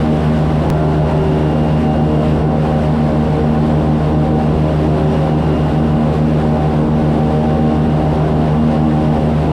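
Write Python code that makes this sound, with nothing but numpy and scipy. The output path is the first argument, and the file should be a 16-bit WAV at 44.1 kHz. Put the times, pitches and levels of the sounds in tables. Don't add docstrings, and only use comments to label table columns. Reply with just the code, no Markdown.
import sys
import numpy as np
from scipy import signal
from scipy.fft import rfft, irfft, next_fast_len
from scipy.io import wavfile
from scipy.ndimage import uniform_filter1d, map_coordinates

SR = 44100
rng = np.random.default_rng(int(sys.argv[2]) if len(sys.argv) > 2 else 0)


def store_wav(level_fs):
    pcm = np.round(np.clip(np.atleast_2d(level_fs), -1, 1) * 32767)
    wavfile.write(sys.argv[1], SR, pcm.T.astype(np.int16))


N = 419832
BLADES, BELT_TEETH, FIRINGS = 3, 110, 8
CYCLES_PER_TURN = 110 / 96
SKIP_AT_S, SKIP_TURNS = .702, 3.097


def amp(db):
    return np.exp(np.log(10) / 20 * np.asarray(db))


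def unit(x):
    return x / np.sqrt(np.mean(np.abs(x) ** 2) + 1e-20)


def curves(rows):
    seconds, *columns = np.transpose(rows)
    return [np.interp(np.arange(N) / SR, seconds, column) for column in columns]


def wobble(rate):
    coarse = np.arange(0, N + 64, 64)
    knots = rng.standard_normal(int(N * rate / SR) + 4)
    smooth = map_coordinates(knots, [coarse * rate / SR])
    return np.interp(np.arange(N), coarse, smooth)


def filtered(x, response):
    size = next_fast_len(N + 8192)
    spectrum = rfft(x, size) * response(np.fft.rfftfreq(size, 1 / SR))
    return irfft(spectrum, size)[..., :N]


def rush(spectrum, patchy_db):
    cells = signal.stft(rng.standard_normal(N), nperseg=512)[2]
    across_hz = uniform_filter1d(rng.standard_normal(cells.shape), size=8, axis=0)
    patches = unit(uniform_filter1d(across_hz, size=12, axis=1))
    noise = signal.istft(cells * amp(patchy_db * patches), nperseg=512)[1][:N]
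    f, db = np.transpose(spectrum)

    def colour(hz):
        return amp(np.interp(np.log(hz + 1), np.log(f + 1), db, right=-120))

    return unit(filtered(noise, colour))


def tone(cycles, wander, rate):
    phase = (2 * np.pi * (cycles % 1)).astype(np.float32)
    in_phase = (1 + wander * wobble(rate)) * np.cos(phase)
    quadrature = wander * wobble(rate) * np.sin(phase)
    return unit(in_phase - quadrature)


# time in seconds, propeller turns per second.
SHAFT_SPEED = [(0.0, 25.68), (1.2, 25.626), (1.7, 25.601), (2.2, 25.561), (2.7, 25.531), (3.2, 25.555),
               (3.7, 25.542), (4.2, 25.562), (4.7, 25.635), (5.2, 25.671), (5.7, 25.643), (6.2, 25.612),
               (6.7, 25.598), (7.2, 25.587), (7.7, 25.638), (8.2, 25.677), (8.7, 25.652), (9.2, 25.628)]


def shaft():
    skipped = np.arange(N) / SR > SKIP_AT_S
    return np.cumsum(curves(SHAFT_SPEED)[0]) / SR + SKIP_TURNS * skipped


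# multiple of the blade rate, level in dB rms before swell and drift,
# share of wander from turbulent inflow, dB gained per dB of the swell.
BLADE_TONES = [(1, -23, 0.1, -0.15), (2, -17.5, .08, -0.02), (3, -20.5, 0.23, 1.13), (4, -27, 0.43, .15),
               (5, -31, 0.35, -1.03), (6, -31, 0.44, 0.65), (7, -31, .6, -0.05), (8, -30, 0.49, 0.03),
               (9, -34.5, .7, -0.26), (10, -30.5, 0.4, 0.63), (11, -37.5, 0.95, -0.34),
               (12, -46, 0.4, -0.7), (13, -43, 2.2, -0.5), (14, -43, 1.2, 0.9), (15, -47, 0.73, 0.2),
               (16, -50, 0.39, 0.1), (17, -52, 1.1, 0), (18, -52.5, 1.1, -1.3), (19, -50, 3, 0.5),
               (20, -54.5, 1.3, -0.5)]
# time in seconds, swell in dB
BLADE_SWELL = [(0, 0.5), (.55, -.5), (.75, -8), (1.3, -8.5), (1.6, -1.5), (2.2, 1.5), (2.42, -3.5),
               (2.8, 1), (3.7, 2.5), (4.4, -0.5), (4.95, -6.5), (5.3, .5), (5.5, -7), (5.9, 3), (6.5, 0.5),
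               (7.65, 3.5), (8.2, -6), (8.7, 5), (9.52, -3)]
DRIFTING = range(4, 11)
DRIFT_DB, DRIFT_PER_S = 1.65, 3.5


def propeller(turns):
    swell_db, = curves(BLADE_SWELL)
    out = np.zeros(N)
    for k, db, wander, follows in BLADE_TONES:
        smear = min(.18 * (k - 1.9) ** 2, .72 + .03 * (k - 4) ** 2)
        drift_db = DRIFT_DB * wobble(DRIFT_PER_S) if k in DRIFTING else 0
        level = amp(db + follows * swell_db + drift_db)
        out += level * tone(k * BLADES * turns + smear, wander, 9 + 1.1 * k)
    return out


# multiple of the engine cycle, level in dB rms.
EXHAUST_ORDERS = [(2, -43.5), (4, -48.5), (5, -24.5), (6, -39), (7, -34), (8, -29), (10, -37.5),
                  (12, -43.5), (14, -38), (16, -43.5)]
# multiple of the engine cycle, level in dB rms.
ACCESSORY_TONES = [(51, -50.5), (91, -67), (108, -61), (120, -59.5)]
CHOP_DB = -31.5


def engine(turns):
    cycle = CYCLES_PER_TURN * turns - .012
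    exhaust = sum(amp(db) * tone(k * cycle, .08, 4) for k, db in EXHAUST_ORDERS)
    accessories = sum(amp(db) * tone(k * cycle, .42, 15) for k, db in ACCESSORY_TONES)
    chop = amp(CHOP_DB) * tone(FIRINGS * cycle + turns, .46, 10)
    return exhaust + accessories + chop


# time in seconds, level of the tooth tone in dB rms before flutter.
BELT_WHINE = [(0, -55), (.6, -56), (.75, -54), (1.15, -47.5), (1.35, -46), (1.95, -43.5), (2.3, -46.5),
              (2.5, -54.5), (3.2, -55), (3.55, -66), (4.2, -53.5), (5.0, -52), (5.55, -44), (5.8, -49.5),
              (6.5, -57), (6.9, -64), (7.3, -52.5), (8.0, -51), (9.0, -51), (9.52, -55.5)]
OCTAVE_DB, OCTAVE_FOLLOWS = -65.5, .1
FLUTTER_DB = 1.4


def belt(turns):
    tone_db, = curves(BELT_WHINE)
    swell_db = tone_db - tone_db.mean()
    octave_db = OCTAVE_DB + OCTAVE_FOLLOWS * swell_db + FLUTTER_DB * wobble(9)
    mesh = BELT_TEETH * turns
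    fuzz = .16, 30
    whine = amp(tone_db + FLUTTER_DB * wobble(7)) * tone(mesh, *fuzz)
    return whine + amp(octave_db) * tone(2 * mesh, *fuzz)


# frequency in Hz, relative density in dB per Hz.
ROAR_COLOUR = [(12, -47.5), (22, -17.5), (55, -5.5), (105, -9.5), (170, -3.5), (195, -5), (335, -5),
               (370, -8), (650, -11), (800, -13), (950, -17.5), (1500, -34), (2000, -60), (3300, -120)]
# frequency in Hz, relative density in dB per Hz.
HISS_COLOUR = [(590, -32), (1000, -3), (1300, -8.5), (1500, -7), (1600, -9), (1780, -9.5), (2340, -14),
               (2880, -13), (3010, -15), (4830, -23.5), (6660, -33.5), (8200, -31), (12800, -43.5),
               (15600, -54.5)]
# time in seconds, level in dB rms before the gusts.
HISS_LEVEL = [(0, -32.5), (.5, -33.5), (.85, -34.5), (1.5, -33.5), (2.05, -35.5), (2.3, -33.5), (2.48, -38),
              (2.65, -33.5), (3.55, -35), (4.3, -35), (5.25, -32.5), (5.35, -36.5), (5.47, -33.5),
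              (5.9, -35), (6.2, -34), (6.78, -35), (6.9, -36), (7.0, -34), (7.6, -35), (9.0, -34),
              (9.52, -34.5)]
ROAR_DB = -20.5
GUST_DB, GUSTS_PER_S = .75, 20


def air(turns):
    passing = 2 * np.pi * BLADES * turns
    roar_level = amp(ROAR_DB + .35 * wobble(3.014))
    roar = roar_level * unit(rush(ROAR_COLOUR, patchy_db=-1.0) * (1 + .043 * np.cos(passing)))
    pulse = 1 + .09 * np.cos(passing) + .05 * np.cos(2 * passing)
    hiss_level = amp(curves(HISS_LEVEL)[0] + GUST_DB * wobble(GUSTS_PER_S))
    hiss = hiss_level * unit(rush(HISS_COLOUR, patchy_db=.5) * pulse)
    return roar + hiss


CLICK_DB = -10.5


def click(drone):
    t = np.arange(N) / SR - SKIP_AT_S
    step = amp(CLICK_DB) * np.where(t > 0, 1, -1)
    return (step - drone) * np.exp(-np.abs(t) / .0006)


def scene():
    turns = shaft()
    drone = propeller(turns) + engine(turns) + belt(turns) + air(turns)
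    return (drone + click(drone))[None]


TOP_HZ = 16680


def record(dry):
    power = np.abs(uniform_filter1d(uniform_filter1d(dry ** 2, size=900), size=900))
    even = dry * (power / np.mean(power) + .01) ** -.24
    soft = even / (1 + np.abs(even / .64) ** 6) ** (1 / 6)
    edge = np.minimum(np.arange(N), np.arange(N)[::-1]) / (.003 * SR)
    fade = np.sin(np.pi / 2 * np.minimum(edge, 1)) ** 2
    return filtered(soft * fade, lambda hz: hz < TOP_HZ)


dry = scene()
out = record(dry)
store_wav(out)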